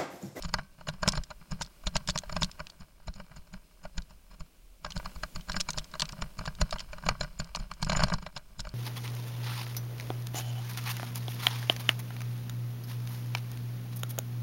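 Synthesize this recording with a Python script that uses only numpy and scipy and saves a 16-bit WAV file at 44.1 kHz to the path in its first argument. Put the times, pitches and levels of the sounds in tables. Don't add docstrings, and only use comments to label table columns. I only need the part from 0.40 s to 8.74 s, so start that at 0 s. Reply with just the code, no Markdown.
import sys
import numpy as np
from scipy import signal
from scipy.fft import rfft, irfft, next_fast_len
from scipy.io import wavfile
from scipy.ndimage import uniform_filter1d, map_coordinates

SR = 44100
rng = np.random.default_rng(int(sys.argv[2]) if len(sys.argv) > 2 else 0)


def waveform_to_disk(signal):
    frames = np.transpose(np.atleast_2d(signal))
    scaled = np.clip(frames, -1, 1) * 32767
    samples = np.round(scaled).astype(np.int16)
    wavfile.write(sys.argv[1], SR, samples)


N = 367794


def amp(db):
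    return 10 ** (np.asarray(db) / 20)


def unit(x):
    return x / np.sqrt(np.mean(x ** 2) + 1e-20)


def crest(x, size=220):
    power = uniform_filter1d(x ** 2, size, mode="constant")
    return x / np.sqrt(power.max() + 1e-20)


def curves(rows):
    times_s, *columns = np.transpose(rows)
    return [np.interp(np.arange(N) / SR, times_s, column) for column in columns]


def wobble(rate):
    knots = rng.standard_normal(int(N * rate / SR) + 4)
    return map_coordinates(knots, [np.arange(N) * rate / SR])


def filtered(x, response):
    size = next_fast_len(len(x) + 4096) * 2
    spectrum = rfft(x, size) * response(np.fft.rfftfreq(size, 1 / SR))
    return irfft(spectrum, size)[:len(x)]


def colour(points):
    points_hz, points_db = np.transpose(points)
    return lambda f: amp(np.interp(np.log(f + 1), np.log(points_hz), points_db))


def causal(gain):
    cepstrum = irfft(np.log(np.maximum(gain, 1e-6)))
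    half = len(cepstrum) // 2
    folded = np.r_[cepstrum[0], 2 * cepstrum[1:half], np.zeros(half)]
    return np.exp(rfft(folded))


def body(modes):
    def response(f):
        total = 0
        for k, (hz, width, db) in enumerate(modes):
            resonance = 1j * f * width / (hz * hz - f * f + 1j * f * width)
            total = total + (-1) ** k * amp(db) * resonance
        return total
    return response


def struck(modes, scatter_db):
    return body([(hz, width, db + scatter_db * rng.standard_normal()) for hz, width, db in modes])


def soft(cut_hz, order):
    b, a = signal.butter(order, 1, analog=True)
    return lambda f: np.polyval(b, 1j * f / cut_hz) / np.polyval(a, 1j * f / cut_hz)


def ring(modes, t, detune):
    total = 0
    for hz, db, t60 in modes:
        decay = amp(db + rng.normal(0, 0.64) - 60 * t / t60)
        pitch_hz = hz * np.exp(detune * rng.normal())
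        total = total + decay * np.sin(2 * np.pi * pitch_hz * t)
    return total


def contact(t, attack, t60, tail_db, tail_t60):
    softness = np.exp(0.5 * rng.standard_normal())
    rise = 1 - np.exp(-t / (attack * softness ** 2))
    fall = amp(-60 * t / t60) + amp(tail_db - 60 * t / tail_t60)
    return rise * fall * rng.laplace(size=len(t))


def grains(rate, spread_db):
    happens = rng.random(N) < rate / SR
    return happens * rng.standard_normal(N) * amp(spread_db * rng.standard_normal(N))


def add(track, s, sound):
    start = max(round(s * SR), 0)
    part = track[start:start + len(sound)]
    part += sound[:len(part)]


def strains():
    flex_grows = 1.51
    return [(s, db + flex_grows * min(treble_db, thump_db)) for s, db, treble_db, thump_db in KNOCKS]


def jolts(bumps, db, grows, rise_s, t60):
    power, t = np.zeros(N + SR), np.arange(-SR // 10, SR // 3) / SR
    shape_db = -60 * np.maximum(-t / rise_s, t / t60)
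    average_db = np.mean([level for s, level in bumps])
    for s, level in bumps:
        add(power, 1 + s + t[0], amp(db + grows * (level - average_db) + shape_db) ** 2)
    return power[SR:]


# start_s [s], level_db [dB]
GROUND_ROUGHNESS = [(0.0, -53), (0.23, -65), (0.74, -60), (1.21, -65.5), (1.92, -55.5), (2.49, -66.5),
                    (2.95, -63.5), (4.41, -71.5), (4.62, -57), (5.04, -70), (5.29, -54), (6.06, -62),
                    (6.22, -54), (7.08, -57), (7.39, -56.5), (7.62, -40), (7.94, -68), (8.34, -54.5)]
# pitch_hz [Hz], level_db [dB per Hz]
SWAY_SPECTRUM = [(12, -1.5), (24, -6.5), (37, -1.5), (60, -12.5), (100, -21), (250, -44.5), (600, -105)]
# pitch_hz [Hz], level_db [dB per Hz]
JUDDER_SPECTRUM = [(40, -21.5), (90, -19), (155, 5.5), (195, 5.5), (250, -27), (400, -23.5), (1000, -35),
                   (3000, -84)]
# pitch_hz [Hz], width_hz [Hz], relative level_db [dB]
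RUB_RESONANCES = [(2240, 190, -1.5), (2970, 500, -2.5), (4170, 230, 1), (5080, 310, 1.5), (6450, 100, -9),
                  (8860, 140, -2.5)]


def shaking():
    sway_lag_s = 0.0097
    ground_db, = curves(GROUND_ROUGHNESS)
    thumps = [(s, db + thump_db) for s, db, treble_db, thump_db in KNOCKS]
    late_thumps = [(s + sway_lag_s, db) for s, db in thumps]
    late_strains = [(s + sway_lag_s, db) for s, db in strains()]

    def level(steady_db, stirred_power):
        return np.sqrt(amp(steady_db) ** 2 + stirred_power)

    sway_stirred = jolts(late_strains, db=-42.0, grows=0.7, rise_s=0.067, t60=0.14)
    judder_stirred = jolts(late_thumps, db=-47.5, grows=0.9, rise_s=0.093, t60=0.14)
    rattle_stirred = jolts(thumps, db=-56, grows=0.58, rise_s=0.064, t60=0.2)
    sway_level = level(ground_db + 9 + 3 * wobble(11), sway_stirred)
    judder_level = level(ground_db - 7.0, judder_stirred)
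    rattle_level = level(ground_db - 6.0, rattle_stirred)
    unevenness = amp(2.0 * wobble(35))
    sway = sway_level * unit(filtered(rng.standard_normal(N), colour(SWAY_SPECTRUM)))
    judder = judder_level * unit(filtered(rng.standard_normal(N), colour(JUDDER_SPECTRUM)))
    rattle_grains = grains(rate=750, spread_db=4.5)
    rattle = amp(-1.0) * rattle_level * unit(filtered(rattle_grains, body(WALL_RESONANCES)))
    rub_grains = grains(rate=3700, spread_db=3.5)
    rub = amp(-6) * rattle_level * unit(filtered(rub_grains, body(RUB_RESONANCES)))
    return sway + unevenness * (judder + rattle + rub)


# pitch_hz [Hz], level_db [dB per Hz]
HISS_SPECTRUM = [(120, -13), (200, 0), (490, -7.5), (633, -4.5), (719, -12), (1830, -16.5), (2400, -11.5),
                 (3660, -15), (9470, -17), (14400, -18.5), (15800, -14.5)]
# start_s [s], level_db [dB]
HISS_LEVEL = [(0.0, -68), (0.25, -71), (2.04, -64.5), (2.6, -72.5), (3.0, -70), (4.46, -69.5), (4.62, -61),
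              (7.8, -70), (8.34, -69)]


def air():
    hiss_db, = curves(HISS_LEVEL)
    hiss = amp(hiss_db + 4.5) * unit(filtered(rng.standard_normal(N), colour(HISS_SPECTRUM)))
    pulse_hz = 36 + 3 * wobble(8.5)
    pulsing = 1 + .8 * np.sin(2 * np.pi * np.cumsum(pulse_hz) / SR)
    whine_hz = 9522 + 6 * wobble(12)
    whine = pulsing * np.sin(2 * np.pi * np.cumsum(whine_hz) / SR)
    return hiss + amp(-82.5) * whine


def ticks():
    ground_db, = curves(GROUND_ROUGHNESS)
    taps = grains(rate=30, spread_db=-4.0)
    walls = unit(filtered(taps, body(WALL_RESONANCES)))
    lid = unit(filtered(taps, body(LID_RESONANCES)))
    return amp(ground_db - 10.5) * (walls + amp(-6) * lid)


# start_s [s], level_db [dB], pitch_hz [Hz]
CLACKS_OF_PARTS = [(0.023, -28, 5300), (0.04, -38.5, 4770), (0.497, -37, 3700), (0.6767, -13.5, 5440),
                   (0.6862, -10, 5350), (0.691, -27.5, 4800), (0.7209, -24.5, 5300), (0.8357, -32.5, 5030),
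                   (1.2174, -21.5, 5240), (1.247, -39.5, 4400), (1.262, -40, 4870), (1.4733, -26, 3550),
                   (1.5624, -35, 2520), (1.5651, -15.5, 4400), (1.6743, -24, 5300), (1.697, -19, 3630),
                   (1.7032, -21, 4570), (1.7758, -19, 4230), (1.7859, -19, 6600), (2.0303, -13.5, 3750),
                   (2.0442, -22, 4400), (2.1138, -34, 5100), (2.2681, -32.5, 2550), (2.2991, -35, 4470),
                   (2.739, -41, 4430), (3.62, -42, 4360), (4.52, -29.5, 2920), (4.576, -29.5, 4770),
                   (5.009, -39.5, 3100), (5.118, -24.5, 4250), (5.1296, -33, 4300), (5.2044, -18, 5100),
                   (5.2093, -16.5, 5300), (5.304, -20.5, 6360), (5.332, -31.5, 4070), (5.383, -20.5, 3730),
                   (5.3932, -32, 3190), (5.442, -37, 5060), (5.514, -43, 5030), (5.5962, -18, 4540),
                   (5.6016, -35, 3900), (5.6054, -19, 4240), (5.6184, -18, 4700), (5.6198, -15.5, 2700),
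                   (5.6535, -30.5, 2610), (5.722, -33.5, 5500), (6.06, -28.5, 4060), (6.151, -40, 4460),
                   (6.308, -27, 4880), (6.384, -31, 3140), (6.3934, -28, 3020), (7.044, -38.5, 5130),
                   (7.158, -23.5, 5330), (7.3363, -39.5, 5200), (7.4462, -27, 5300), (7.9748, -31.5, 4140),
                   (8.2025, -25, 5200), (8.29, -36.5, 4450)]
# pitch_hz [Hz], relative level_db [dB per Hz]
CLACK_SPECTRUM = [(150, -32), (500, -18), (1200, -11), (2300, -9), (3700, 0), (5300, -1), (7700, -4),
                  (9000, -12), (12000, -19), (16000, -27)]


def clacks():
    out, t = np.zeros(N), np.arange(SR // 12) / SR
    for s, db, centre_hz in CLACKS_OF_PARTS:
        def pitched(f):
            tilt_db = 7 * np.log2(centre_hz / 5100) * np.log2(np.maximum(f / 3000, 1))
            peak_db = 8.5 * np.exp(-(np.log((f + 1) / centre_hz) / 0.077) ** 2)
            return causal(colour(CLACK_SPECTRUM)(f) * amp(tilt_db + peak_db))

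        force = contact(t, attack=0.00025, t60=0.01, tail_db=-12, tail_t60=0.036)
        add(out, s + .0004, amp(db - 10.0) * crest(filtered(force, pitched)))
    return out


# pitch_hz [Hz], width_hz [Hz], relative level_db [dB]
UPPER_SLIP = [(7080, 100, -7.5), (6840, 570, -18.5), (9050, 350, -51)]
# pitch_hz [Hz], width_hz [Hz], relative level_db [dB]
LOWER_SLIP = [(2350, 210, -5), (3050, 400, -23.5), (4150, 150, -18), (5110, 130, 5.5)]


def squeaks():
    slip_lead_s = 0.001
    upper_db, lower_db, scatter_db = -14, -16.5, 1.5
    out, t = np.zeros(N), np.arange(-SR // 50, SR // 50) / SR
    swell = np.exp(-np.abs(t / 0.0064) ** 4)

    def friction(modes):
        noise = rng.standard_normal(len(t))
        return amp(scatter_db * rng.standard_normal()) * unit(filtered(noise, struck(modes, scatter_db=3.5)))

    for s, db in strains():
        squeak = amp(upper_db) * friction(UPPER_SLIP) + amp(lower_db) * friction(LOWER_SLIP)
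        add(out, s - slip_lead_s + t[0], amp(db) * swell * squeak)
    return out


# start_s [s], level_db [dB], treble_db [dB re level_db], thump_db [dB re level_db]
KNOCKS = [(0.047, -32.5, 0, -2), (0.088, -38.5, 0.5, -5), (0.138, -15.5, -1.5, -15.5),
          (0.183, -25.5, -14, -17), (0.19, -28, -31, -5.5), (0.384, -46.5, -21, -3), (0.408, -36, -14, -20),
          (0.468, -29.5, -9, -34), (0.484, -23, -1.5, -7.5), (0.537, -40.5, -13, -2), (0.628, -17, -8, -15),
          (0.653, -37, -24, -22), (0.659, -27, -20.5, -6), (0.676, -16, -15, -4), (0.732, -26, -14, -9.5),
          (0.751, -31, 1, -12), (0.772, -25, -1.5, -5.5), (0.902, -35, -1.5, -15),
          (0.909, -30.5, -14.5, -22), (1.011, -46.5, -23, -3.5), (1.117, -32, -2, 0),
          (1.209, -23.5, -6, -12), (1.435, -41, -12, -10), (1.467, -26, 6, -5.5), (1.553, -18, -2.5, -12.5),
          (1.606, -44.5, -29, -1), (1.685, -21.5, 3, -8), (1.756, -21, -6, -11), (1.833, -31.5, -10, -34.5),
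          (1.893, -28, -10, -21.5), (1.923, -31.5, 0.5, -4), (1.963, -19.5, -4.5, -10.5),
          (2.018, -19, -1, -7), (2.192, -33, -13, -20), (2.199, -26, -10.5, -15), (2.406, -47, 0, 5),
          (2.599, -49, -37, -15), (2.678, -31, -4, -6), (2.758, -46.5, -3, -0.5),
          (2.798, -34.5, -13.5, -6.5), (2.913, -42, -27, -4.5), (2.967, -48.5, 2, 5),
          (3.137, -37, -6, -4.5), (3.438, -44.5, -4, -3.5), (3.45, -28.5, -16, -19),
          (3.578, -31.5, 3.5, -4), (3.704, -49.5, -2, -3.5), (3.911, -49, -5, -3.5), (3.939, -55, 2, -5),
          (4.004, -39.5, -3.5, -3.5), (4.445, -24, -4, -16.5), (4.461, -29.5, -10.5, -16),
          (4.503, -41.5, 8.5, -12), (4.563, -30, -2, -4), (4.596, -31.5, -20, -35.5),
          (4.645, -39.5, -6, -5), (4.655, -25.5, -7.5, -16), (4.758, -37.5, -6.5, -6.5),
          (4.832, -21, -6.5, -18), (4.957, -30, -0.5, -3), (5.083, -35, -6, -8), (5.094, -23, -2, -13.5),
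          (5.141, -27.5, -18, -8.5), (5.163, -21.5, -2, -6), (5.198, -32.5, 8, -16.5),
          (5.286, -22.5, -1, -15), (5.339, -38, -16, -5), (5.374, -27, 1.5, -4.5),
          (5.536, -29, -3.5, -21.5), (5.55, -31, -13, -20.5), (5.599, -31.5, -13, -19),
          (5.62, -23.5, -23, -13), (5.689, -39, 8, -10.5), (5.728, -34.5, -26, -2.5),
          (5.787, -42, -27, 4.5), (5.819, -24, -1.5, -8), (5.988, -28.5, -3.5, -8.5), (6.009, -32, -16, -1),
          (6.036, -39.5, -15, -4), (6.053, -29.5, -6, -11), (6.074, -23.5, -9, -12.5),
          (6.104, -60, -12, 3.5), (6.184, -41, -13, -16.5), (6.212, -17.5, -1, -6.5),
          (6.324, -20, -6.5, -28.5), (6.337, -33.5, -6, -4.5), (6.357, -29.5, -11, -27),
          (6.401, -38.5, 10, -15.5), (6.419, -48.5, -24, -3), (6.529, -30, -10.5, -13.5),
          (6.581, -34.5, -8.5, -27.5), (6.634, -31, -25, -10), (6.662, -23, -6.5, -9),
          (6.686, -12.5, -4, -21), (6.708, -30.5, -25, 1), (6.749, -35.5, -32, -20),
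          (6.807, -21.5, 2.5, -10.5), (6.829, -31.5, -1.5, -3.5), (6.842, -31.5, -11, -14.5),
          (6.997, -26.5, 1, -4), (7.148, -24.5, 0, -35), (7.168, -30, -25, -9), (7.197, -43, 2, 4.5),
          (7.312, -25, -9.5, -23), (7.425, -23.5, 1.5, -6), (7.468, -31.5, -10, 3), (7.494, -18, -2, -10),
          (7.517, -19.5, -8, -25), (7.527, -22, -4, -11), (7.548, -21, -20, -17), (7.567, -24, 1, -0.5),
          (7.591, -19.5, -10, -20), (7.602, -20, -6, -10), (7.618, -18.5, -29, -16), (7.633, -15.5, 1, -6),
          (7.669, -34.5, -12, -3.5), (7.681, -29.5, -3, -13.5), (7.698, -25, -6, -20.5),
          (7.718, -20, -34, -9.5), (7.735, -20.5, -2, -7.5), (7.781, -35.5, -6, -22),
          (7.823, -36.5, -7, -6), (7.862, -27, -7, -18.5), (7.962, -29.5, 2, -11), (8.192, -34, 5, -2.5),
          (8.249, -34.5, -10, -20), (8.268, -31.5, -14, -14)]
# pitch_hz [Hz], width_hz [Hz], relative level_db [dB]
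WALL_RESONANCES = [(610.3, 59, 4), (958, 143, 2), (1192, 162, 1.5), (1446, 75, 2), (1602, 81, 1),
                   (1993, 110, -7), (2317, 115, -4.5), (2950, 167, -7.5)]
# pitch_hz [Hz], width_hz [Hz], relative level_db [dB]
LID_RESONANCES = [(2830, 1070, -5.5), (4094, 240, 7), (4300, 390, 6), (5380, 420, 4.5), (5700, 310, -6),
                  (6960, 305, -0.5), (7600, 120, -8), (7680, 200, -23), (9190, 330, -15.5),
                  (10400, 350, -23.5)]
# pitch_hz [Hz], relative level_db [dB], t60_s [s]
MOUNT_MODES = [(41, -26.5, 0.083), (103.2, 1.5, 0.06), (151.4, 7, 0.13), (168.9, -8.5, 0.28)]


def knocks():
    out, t, long = np.zeros(N), np.arange(SR // 10) / SR, np.arange(SR // 3) / SR
    for s, db, treble_db, thump_db in KNOCKS:
        wall_force = contact(t, attack=0.00062, t60=0.018, tail_db=-21.5, tail_t60=0.071)
        softened = filtered(wall_force, soft(cut_hz=2400, order=2))
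        walls = crest(filtered(softened, struck(WALL_RESONANCES, scatter_db=0)))
        lid_force = contact(t, attack=0.0041, t60=0.017, tail_db=-24.0, tail_t60=0.039)
        lid = crest(filtered(lid_force, struck(LID_RESONANCES, scatter_db=4)))
        edge = crest(filtered(lid_force, lambda f: causal(colour(CLACK_SPECTRUM)(f))))
        treble = amp(db + treble_db - 9.5) * (lid + amp(-11.0) * edge)
        add(out, s + .0007, amp(db - 9.0) * walls + treble)
        thump = crest(ring(MOUNT_MODES, long, detune=0.092))
        add(out, s, amp(db + thump_db - 2.5) * thump)
    return out


# start_s [s], level_db [dB]
STEEL_BLOWS = [(0.141, -46), (0.689, -46), (1.555, -50), (2.019, -51), (2.203, -65), (4.448, -48),
               (6.686, -46)]
# pitch_hz [Hz], relative level_db [dB], t60_s [s]
STEEL_MODES = [(1050, 2, 0.17), (1124, -4.5, 0.34), (1545, -11.5, 0.65), (2270, -18, .35),
               (4090, -36, 0.07), (5900, -17, 0.34)]


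def steel():
    out, t = np.zeros(N), np.arange(SR // 2) / SR
    for s, db in STEEL_BLOWS:
        add(out, s, amp(db) * ring(STEEL_MODES, t, detune=0.0034))
    return out


def scene():
    rattling = shaking() + ticks() + clacks() + squeaks() + knocks() + steel()
    muffled = filtered(rattling, soft(cut_hz=10500, order=3))
    return (muffled + air())[None]


def record(dry):
    top_hz = 15950
    return np.array([filtered(channel, lambda f: f < top_hz) for channel in dry])


dry = scene()
out = record(dry)
waveform_to_disk(out)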